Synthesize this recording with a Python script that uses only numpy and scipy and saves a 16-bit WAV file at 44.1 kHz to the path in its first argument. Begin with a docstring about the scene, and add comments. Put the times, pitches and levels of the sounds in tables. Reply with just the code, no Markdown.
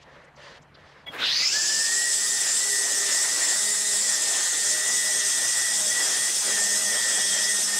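"""Electric string trimmer over concrete

Boots shuffle first, as shaped noise; a stalled rotor squeaks and jolts, as short sines and a decaying burst.
The shaft then runs up: gear whine and line drone are sines locked to its phase. The line's vortex whistle
is noise that slides with speed, combed by an echo off the concrete; fan rush and grit are further noise.
Weeds drag the speed down and raise the noise, and a far wash with a low hum lies behind it all."""
import sys
import numpy as np
from scipy import signal
from scipy.io import wavfile
from scipy.ndimage import uniform_filter1d

SR = 44100
rng = np.random.default_rng(int(sys.argv[2]) if len(sys.argv) > 2 else 0)


def log_audio(samples):
    """Write samples as a 16-bit WAV file to the path given in sys.argv[1]."""
    # one column per channel
    frames = np.atleast_2d(samples).T
    # limit to full scale, then quantise
    limited = np.clip(frames, -1, 1)
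    pcm = np.round(limited * 32767).astype(np.int16)
    wavfile.write(sys.argv[1], SR, pcm)


N = 343539
HOP = 128  # samples between frames; each frame spans four hops
T = np.arange(N) / SR
FRAME_T = np.arange(N // HOP + 5) * HOP / SR
HZ = np.fft.rfftfreq(4 * HOP, 1 / SR)[:, None]

# Tone and band levels are nominal, before random shaking; spectral densities are relative within each noise.

# Stereo spread, side channel against mid: pitch_hz, side_db
STEREO_WIDTH = [(2200, -65), (2700, -19), (3300, -15), (5500, -13), (9000, -12), (15000, -3)]

# Distant neighbourhood, spectrum: pitch_hz, density_db_per_hz
YARD_SPECTRUM = [(12, -44), (20, 5), (135, -5.5), (357, -10), (841, -7), (1880, -12.5), (2160, -14),
                 (5380, -33), (12400, -45), (15000, -71)]
YARD_LEVEL_DB = -56
# Hum of a distant machine: pitch_hz, level_db
DISTANT_HUM = [(70, -70), (141, -64)]

# Soles dragged on gritty concrete: start_s, loudest_s, end_s, sole_peak_db, crunch_peak_db
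SHUFFLES = [(0.0, 0.035, 0.038, -58, -58), (0.04, 0.17, 0.29, -50.5, -63),
            (0.373, .47, 0.583, -46.5, -51.5), (.76, 0.897, 1.05, -53, -60.5)]
SWELL_DB, EDGE_S = -6.5, 0.012  # level at a drag's start and end against its loudest; fade beyond them
# Resonances of the shuffle, each broadened later by 80 Hz: pitch_hz, width_hz, level_db (relative)
SOLE_RINGS = [(544, 54, 2.5), (990, 38, -6), (1790, 76, -3.5), (2500, 83, -27)]
# Crushed grit underfoot, spectrum: pitch_hz, density_db_per_hz
CRUNCH_SPECTRUM = [(1800, -29), (2800, 1.5), (4800, -4), (6500, -12), (9000, -23), (15000, -50)]
# Single grains crushed underfoot: peak_s, pitch_hz, peak_db
GRAIN_TICKS = [(.03, 5600, -61), (.25, 7000, -67), (.367, 5500, -60), (.627, 6160, -63),
               (.752, 3980, -53.5)]
TICK_HALF_S, TICK_SPREAD = 0.0086, 0.29  # half length; half width as a share of pitch

# Stalled rotor squeaking as it breaks loose: peak_s, half_length_s, pitch_hz, peak_db
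ROTOR_SQUEAKS = [(1.07, 0.006, 3370, -41), (1.087, 0.0092, 3335, -34.5), (1.107, .007, 3260, -43)]
# Drive taking up its slack, one row: start_s, hold_s, t60_s, level_db
DRIVE_JOLT = (1.068, .017, .1, -45)
# Modes rung by the jolt: pitch_hz, peak_db
KNOCK_MODES = [(1980, -43), (2230, -44)]
KNOCK_S, KNOCK_HALF_S = 1.082, 0.012

# Shaft running up to its free speed: time_s, speed_turns_per_s
RUN_UP = [(1.1, 6.2), (1.16, 33.5), (1.2, 47.4), (1.25, 58.7), (1.4, 80.8), (1.5, 92), (1.55, 100),
          (1.62, 105.7), (1.76, 110.8), (1.97, 118.6), (2.2, 121.6), (2.5, 123.6), (3, 124.8)]
REFERENCE_SPEED = 121  # turns per second at which pace is 1
# Line biting into weeds: time_s, half_length_s, sag_turns_per_s, extra_rush_db
# (the rush peaks earlier and lasts longer than the sag, by the settings below)
WEED_BITES = [(2.5, 0.1, 4.7, 6), (2.72, .07, 1.58, 2), (2.901, 0.11, 6.6, 5), (3.107, 0.08, 6.1, 8.5),
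              (3.278, 0.082, 2.56, 8), (3.473, 0.1, 6.1, 11), (3.834, 0.084, 2.16, 0),
              (4.135, 0.12, 4.7, 5.5), (4.391, 0.12, 4.5, 10), (4.549, 0.049, 3.34, 6),
              (4.774, .2, 4.2, 5.5), (5.18, 0.12, 3.2, 4), (5.459, .2, 3.87, 5), (5.743, 0.089, 3.33, 4.5),
              (5.939, 0.062, 3.33, 4), (6.112, .11, 4.3, 10), (6.338, 0.084, 2.2, 5), (6.55, .098, 3.4, 10),
              (6.73, .175, 2.7, 4.5), (6.988, 0.068, 3.84, 8.5), (7.147, 0.11, 5.8, 9), (7.377, 0.11, 6, 6),
              (7.727, 0.14, 2.8, 6)]
SPRAY_LEAD_S, SPRAY_STRETCH, GRIT_SHARE = 0.02, 1.48, 0.81  # grit takes a share of the extra decibels

# Fuzzy gear noise during the run-up: time_s, level_db
WHIRR_LEVEL = [(1.1, -52), (1.15, -53), (1.2, -33), (1.26, -32), (1.32, -43), (1.42, -41), (1.52, -52),
               (1.62, -67), (1.8, -57)]
WHIRR_ORDER, WHIRR_SPREAD = 26.3, 0.066  # multiple of shaft speed; half width as a share of pitch, plus 60 Hz

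# Air noise as the head catches, runs up and steadies:
# time_s, whistle_db, rush_db (before the lift below), grit_db; rush and grit also rise at each bite
AIR_LEVELS = [(1.1, -68, -59, -59), (1.14, -50, -67, -38.5), (1.19, -36, -63.5, -40),
              (1.22, -30.5, -58, -37), (1.26, -22.5, -67, -45), (1.35, -24, -53, -52),
              (1.6, -24.5, -51.5, -45.5), (2.1, -24, -57, -45.5), (2.8, -24.5, -60.5, -45)]
RUSH_LIFT_DB = 10.5
# Vortex whistle at reference speed: pitch_hz, density_db_per_hz
WHISTLE_SPECTRUM = [(1500, -32.5), (3600, -16.5), (5400, -5.5), (6500, -3), (7400, 1.5), (8800, -4.5),
                    (10500, -13.5), (13000, -26), (16000, -30), (40000, -56)]
# Slower inner part of the line, relative, lowered further by pace: pitch_hz, density_db_per_hz
INNER_LINE_SPECTRUM = [(2500, -24), (4500, -7.5), (5100, -21), (6000, -16), (7500, -37), (12000, -50)]
# Guard's colouring of the whistle at any speed: pitch_hz, gain_db
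GUARD_COLOUR = [(3000, 1), (4500, 0.5), (5050, 2.5), (5700, 0), (6500, 0)]
# Echo off the concrete: time_s, delay_ms, strength (0 to 1)
GROUND_ECHO = [(1.1, 0.31, .05), (1.27, 0.63, 0.26), (1.35, 0.47, 0.4), (1.5, 0.403, 0.38),
               (1.9, 0.37, 0.26), (2.4, 0.38, 0.17), (3, 0.34, 0.23), (3.6, 0.38, 0.1), (4.2, 0.37, 0.1),
               (4.6, 0.36, 0.01), (4.8, 0.34, 0.22), (5.4, 0.348, 0.36), (6, 0.35, 0.26), (6.5, 0.34, 0.31),
               (7.1, 0.35, 0.4), (7.79, 0.35, 0.31)]
# Motor fan rush at reference speed: pitch_hz, density_db_per_hz
RUSH_SPECTRUM = [(700, -31.5), (1300, -14.5), (1700, 1), (1950, 2.5), (2200, -6.5), (2500, 1), (3300, 3.5),
                 (4000, 4), (6000, -20), (15000, -68)]
# Grit and weeds blown about: pitch_hz, density_db_per_hz
GRIT_SPECTRUM = [(25, -40), (60, -23.5), (150, -24), (300, -5.5), (600, -2), (1100, -5.5), (1600, -1),
                 (3000, -9.5), (8000, -27.5)]

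# Spells in which a strong gear order sings out as the casing turns: order, start_s, end_s, level_db
WHINE_SPELLS = [(15, 1.8, 2.56, -39.5), (15, 2.72, 3.3, -37.5), (15, 3.4, 3.54, -36.5),
                (15, 3.63, 4.0, -41), (15, 4.1, 4.9, -38.5), (15, 4.99, 5.46, -37.5), (15, 5.55, 5.7, -37),
                (15, 5.89, 6.27, -38), (15, 6.52, 6.74, -35), (15, 6.85, 7.6, -36), (15, 7.7, 7.78, -35.5),
                (16, 1.62, 2.1, -31.5), (16, 2.2, 2.5, -40), (16, 2.6, 3.0, -35), (16, 3.02, 3.38, -36.5),
                (16, 3.39, 3.55, -34), (16, 3.6, 3.95, -42), (16, 4.05, 4.18, -38), (16, 4.35, 4.72, -38.5),
                (16, 4.74, 5.78, -35), (16, 5.92, 6.02, -32), (16, 6.1, 6.3, -38.5),
                (16, 6.49, 6.58, -33.5), (16, 6.66, 6.88, -38.5), (16, 6.9, 7.52, -33.5)]
WHINE_REST_DB, WHINE_FADE_S = -48.5, 0.034
ORDER_17_DB, ORDER_17_PER_SAG_DB = -61, 3.0  # running free; rise for each turn per second of sag
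# Fainter upper orders, before the trims below: time_s, orders_27_28_db, orders_29_30_db
UPPER_ORDERS = [(1.6, -53, -54), (2.3, -47, -42), (2.9, -51, -44.5), (4.3, -44, -42), (5.9, -42, -42),
                (6.8, -41, -52), (7.3, -34, -40), (7.79, -45, -45)]
# Trim of orders 27 to 30, with UPPER_DROP_DB common to all: trim_db
UPPER_TRIM_DB = [-2, -5.5, -9, -2]
UPPER_DROP_DB = 8
# Orders sweeping a casing mode: order, mode_hz, width_hz, peak_db
CASING_SWEEPS = [(24, 2030, 170, -39), (17, 1720, 130, -36), (29, 2700, 220, -42), (27, 2350, 200, -42)]

PASSES_PER_TURN = 1.685  # line ends passing for each shaft turn
# Spells in which a harmonic of the passing line ends stands out: harmonic, start_s, end_s, level_db
DRONE_SPELLS = [(1, 1.7, 1.82, -52.5), (2, 1.62, 1.8, -51.5), (1, 2.1, 2.7, -59.5), (1, 3.55, 4.15, -54),
                (1, 4.85, 5.2, -56), (1, 5.7, 5.95, -53.5), (1, 6.15, 6.35, -56), (1, 6.45, 6.95, -51),
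                (1, 7.1, 7.78, -50), (2, 1.9, 2.35, -53), (2, 2.62, 3.1, -47.5), (2, 3.15, 3.3, -52),
                (2, 3.6, 4.0, -50), (2, 4.6, 5.28, -52.5), (2, 6.05, 6.2, -50.5), (2, 6.45, 6.72, -49),
                (2, 6.9, 7.6, -54), (3, 1.97, 2.2, -55.5), (3, 2.92, 3.15, -51.5), (3, 3.55, 3.95, -51),
                (3, 4.05, 4.27, -49.5), (3, 4.65, 4.9, -49), (3, 5.05, 5.27, -50), (3, 5.78, 5.92, -47.5),
                (3, 6.45, 6.97, -48), (3, 7.05, 7.55, -50.5)]
DRONE_REST_DB, DRONE_FADE_S = -69.5, 0.018
DRONE_LAG_S = 0.404  # the drone's pitch follows the sag smoothed over this span
# Upper harmonics of the passing line ends: harmonic, level_db
UPPER_PASSES = [(4, -61), (5, -66.5), (6, -60.5), (7, -60.5), (8, -63)]

BAND_EDGE_HZ = 15710


def gain_of(db):
    """Decibel law: amplitude ratio from a level."""
    return 10 ** (np.asarray(db) / 20)


def read(points, hz):
    """Logarithmic interpolation of a spectrum over frequency."""
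    f, value = np.transpose(points)
    return np.interp(np.log(hz + 1), np.log(f + 1), value)


def curves(rows, t):
    """Linear interpolation of every column over time."""
    s, *columns = np.transpose(rows)
    return [np.interp(t, s, column) for column in columns]


def evened(x):
    """Normalization to unit rms."""
    return x / np.sqrt(np.mean(abs(x) ** 2) + 1e-20)


def bump(t, s, half):
    """Gaussian pulse, falling to 1/e at the half length."""
    return np.exp(-((t - s) / half) ** 2)


def bump_db(s, half):
    """Gaussian pulse as a level per frame, floored near -100 dB."""
    return 20 * np.log10(bump(FRAME_T, s, half) + 1e-5)


def spells(rows, which, rest_db, fade_s):
    """Amplitude envelope of one partial: at rest between its spells, fading in and out of each."""
    levels = [np.interp(FRAME_T, [start - fade_s, start, end, end + fade_s], [rest_db, db, db, rest_db])
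              for k, start, end, db in rows if round(k) == which]
    return np.max(levels, axis=0)


def air(shape, level_db, patchy_db, flicker_db):
    """Turbulent noise: random short-time spectra under a given shape and level, patchy and flickering."""
    draws = rng.standard_normal((len(level_db), len(HZ), 5), np.float32).T
    mid_re, mid_im, side_re, side_im, patches = draws
    patches = uniform_filter1d(patches, size=6, axis=0)
    patches = evened(uniform_filter1d(patches, size=12, axis=1))
    flicker = evened(uniform_filter1d(rng.standard_normal(len(level_db)), size=12))
    wander_db = patchy_db * patches + flicker_db * flicker
    size = shape / np.sqrt((shape ** 2).sum(0)) * gain_of(level_db + wander_db)
    mid = (mid_re + 1j * mid_im) * size
    side = (side_re + 1j * side_im) * size * gain_of(read(STEREO_WIDTH, HZ))
    spectra = np.array([mid + side, mid - side])
    out = signal.istft(spectra, nperseg=4 * HOP, noverlap=3 * HOP)[1][:, :N]
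    # the root restores the level lost in overlapping independent frames
    return np.sqrt(3 / 2) * np.pad(out, ((0, 0), (0, N - out.shape[1])))


def tone(turns, db, rough, smooth_s):
    """Random modulation of a sine: a phase in turns and a level per frame, both shaken."""
    frames = max(int(smooth_s * SR / HOP), 1)
    a, b = uniform_filter1d(rng.standard_normal((2, len(FRAME_T))), frames)
    shaken = 1 + rough * (evened(a) + 1j * evened(b))
    size = gain_of(db) * abs(shaken)
    shift = np.unwrap(np.angle(shaken)) + 2 * np.pi * rng.random()
    phase = 2 * np.pi * turns + np.interp(T, FRAME_T, shift)
    return np.sqrt(2) * np.interp(T, FRAME_T, size) * np.cos(phase)


def sag(t):
    """Loading of the shaft: turns per second lost to the weeds."""
    return sum(lost * bump(t, s, half) for s, half, lost, _ in WEED_BITES)


def speed(t):
    """Loaded rotation: run-up speed less the sag, in turns per second."""
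    return curves(RUN_UP, t)[0] - sag(t)


def yard():
    """Diffuse background: a far broadband wash and a low hum, both falling by 9 dB."""
    fade_db = np.interp(FRAME_T, [1.3, 1.7], [0, -9])
    hum = sum(tone(hz * T, db + fade_db, rough=0.29, smooth_s=0.06) for hz, db in DISTANT_HUM)
    shape = gain_of(read(YARD_SPECTRUM, HZ))
    return hum + air(shape, YARD_LEVEL_DB + fade_db, patchy_db=2.5, flicker_db=1.0)


def boots():
    """Sliding friction: dragged soles excite resonances, and crushed grit adds bright noise and ticks."""
    t = FRAME_T[FRAME_T < DRIVE_JOLT[0]]
    drags = []
    for start, top, end, sole_peak_db, crunch_peak_db in SHUFFLES:
        times = [start - EDGE_S, start, top, end, end + EDGE_S]
        swell_db = np.interp(t, times, [-40, SWELL_DB, 0, SWELL_DB, -40])
        drags.append(swell_db + [[sole_peak_db], [crunch_peak_db]])
    sole_db, crunch_db = np.max(drags, axis=0)

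    ticks = 0
    for s, hz, db in GRAIN_TICKS:
        band = 1 / (1 + ((HZ - hz) / (TICK_SPREAD * hz)) ** 4)
        level_db = db + bump_db(s, TICK_HALF_S)[:len(t)]
        ticks = ticks + air(band, level_db, patchy_db=1.0, flicker_db=0.5)

    broad = gain_of(read([(200, -23), (400, -13), (2000, -4.5), (3000, -21), (8000, -60)], HZ))
    rings = sum(gain_of(db) / (1 + (2 * (HZ - hz) / (width + 80)) ** 2) for hz, width, db in SOLE_RINGS)
    sole = air(broad + rings, sole_db, patchy_db=1.2, flicker_db=0.8)
    crunch = air(gain_of(read(CRUNCH_SPECTRUM, HZ)), crunch_db, patchy_db=1.2, flicker_db=1.2)
    return ticks + sole + crunch


def start():
    """Stick-slip and impact: the rotor squeaks loose, and the drive's jolt gives a burst and rings modes."""
    squeak = sum(tone(hz * T, db + bump_db(s, half), rough=0.12, smooth_s=0.004)
                 for s, half, hz, db in ROTOR_SQUEAKS)
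    knock = sum(tone(hz * T, db + bump_db(KNOCK_S, KNOCK_HALF_S), rough=0.22, smooth_s=0.004)
                for hz, db in KNOCK_MODES)
    s, hold_s, t60_s, jolt_db = DRIVE_JOLT
    after = FRAME_T[FRAME_T < s + 0.2] - s
    decay_db = jolt_db - 60 * np.maximum(after - hold_s, 0) / t60_s
    level_db = np.where(after > 0, decay_db, -120)
    colour = gain_of(read([(200, -9), (1200, 3.0), (2100, -6), (2600, -6), (8000, -28)], HZ))
    return squeak + knock + air(colour, level_db, patchy_db=4, flicker_db=4.0)


def whirr(pace):
    """Order-tracking noise: the straining gears give a fuzzy band that climbs with the shaft."""
    t = FRAME_T[FRAME_T < WHIRR_LEVEL[-1][0]]
    pace = pace[:len(t)]
    centre = WHIRR_ORDER * REFERENCE_SPEED * pace + 300 * (1 - pace) ** 2
    band = 1 / (1 + ((HZ - centre) / (WHIRR_SPREAD * centre + 60)) ** 2)
    rasp = 0.15 / (1 + (HZ / 5500) ** 6)
    level_db = np.where(t > WHIRR_LEVEL[0][0], curves(WHIRR_LEVEL, t)[0], -120)
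    return air(band + rasp, level_db, patchy_db=3.5, flicker_db=2)


def line_whistle(pace, level_db):
    """Vortex shedding and comb interference: pitch scales with speed, and the ground echo combs it."""
    delay_ms, strength = curves(GROUND_ECHO, FRAME_T)
    comb = abs(1 + np.clip(strength, 0, 1) * np.exp(-2j * np.pi * HZ * delay_ms / 1000))
    outer = gain_of(read(WHISTLE_SPECTRUM, HZ / pace))
    inner = gain_of(read(INNER_LINE_SPECTRUM, HZ / pace) - 8.7 * (1.5 - pace))
    shape = np.hypot(outer, inner) * comb * gain_of(read(GUARD_COLOUR, HZ))
    return air(shape, level_db, patchy_db=1.92, flicker_db=0.5)


def air_noise(pace):
    """Flow noise: line whistle, motor fan rush and blown grit, the last two louder at each bite."""
    levels_db = np.where(FRAME_T > AIR_LEVELS[0][0], curves(AIR_LEVELS, FRAME_T), -120)
    whistle_db, rush_db, grit_db = levels_db
    spray_db = np.max([db * bump(FRAME_T, s - SPRAY_LEAD_S, SPRAY_STRETCH * half)
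                       for s, half, _, db in WEED_BITES], axis=0)
    rush_db = rush_db + spray_db + RUSH_LIFT_DB
    grit_db = grit_db + GRIT_SHARE * spray_db
    whistle = line_whistle(pace, whistle_db)
    rush = air(gain_of(read(RUSH_SPECTRUM, HZ / pace)), rush_db, patchy_db=2.5, flicker_db=1.85)
    grit = air(gain_of(read(GRIT_SPECTRUM, HZ)), grit_db, patchy_db=2.5, flicker_db=0.7)
    return whistle + rush + grit


def gears(turns, on_db):
    """Gear orders: multiples of shaft speed, one rising under load and some sweeping casing modes."""
    strong = sum(tone(k * turns, on_db + spells(WHINE_SPELLS, k, WHINE_REST_DB, WHINE_FADE_S),
                      rough=0.37, smooth_s=0.02) for k in (15, 16))
    loaded_db = ORDER_17_DB + ORDER_17_PER_SAG_DB * sag(FRAME_T)
    loaded = tone(17 * turns, on_db + loaded_db, rough=0.5, smooth_s=0.05)

    # each column of levels serves two neighbouring orders
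    upper_db = np.repeat(curves(UPPER_ORDERS, FRAME_T), 2, axis=0) + np.c_[UPPER_TRIM_DB] - UPPER_DROP_DB
    upper = sum(tone(k * turns, on_db + db, rough=1.8, smooth_s=0.025)
                for k, db in zip(range(27, 31), upper_db))

    sweeps = 0
    for k, hz, width, db in CASING_SWEEPS:
        detuning = 2 * (k * speed(FRAME_T) - hz) / width
        mode_db = -20 * np.log10(1 + detuning ** 2)
        sweeps = sweeps + tone(k * turns, db + mode_db, rough=0.92, smooth_s=0.015)
    return strong + loaded + upper + sweeps


def line_passes(on_db):
    """Blade-passing tone: each line end pushes air once a pass, a low harmonic drone that comes and goes."""
    slow_sag = uniform_filter1d(sag(T), int(DRONE_LAG_S * SR))
    passes = PASSES_PER_TURN * np.cumsum(curves(RUN_UP, T)[0] - slow_sag) / SR
    low = sum(tone(k * passes, on_db + spells(DRONE_SPELLS, k, DRONE_REST_DB, DRONE_FADE_S),
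                   rough=0.28, smooth_s=0.03) for k in (1, 2, 3))
    high = sum(tone(k * passes, on_db + db, rough=1.0, smooth_s=0.077) for k, db in UPPER_PASSES)
    return low + high


def scene():
    """Superposition of all sources, the rotating ones driven by one shaft."""
    turns = np.cumsum(speed(T)) / SR
    pace = speed(FRAME_T) / REFERENCE_SPEED
    on_db = 60 * np.log10(np.minimum(pace / 1.05, 1))  # tones emerge as the shaft nears its free speed
    background = yard() + boots()
    motor = start() + whirr(pace) + gears(turns, on_db)
    return background + motor + air_noise(pace) + line_passes(on_db)


def record(dry):
    """Transducer limits: the microphone's bass roll-off and soft overload, then a band limit."""
    thinned = signal.sosfilt(signal.butter(1, 50, "high", fs=SR, output="sos"), dry)
    mid = thinned.mean(0)  # the overload acts on the centre signal
    rounded = thinned - mid + 0.35 * np.tanh(mid / 0.35)
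    band_limit = signal.firwin(1023, BAND_EDGE_HZ, window=("kaiser", 9), fs=SR)
    return signal.oaconvolve(rounded, band_limit[None], "same")


dry = scene()
out = record(dry)
log_audio(out)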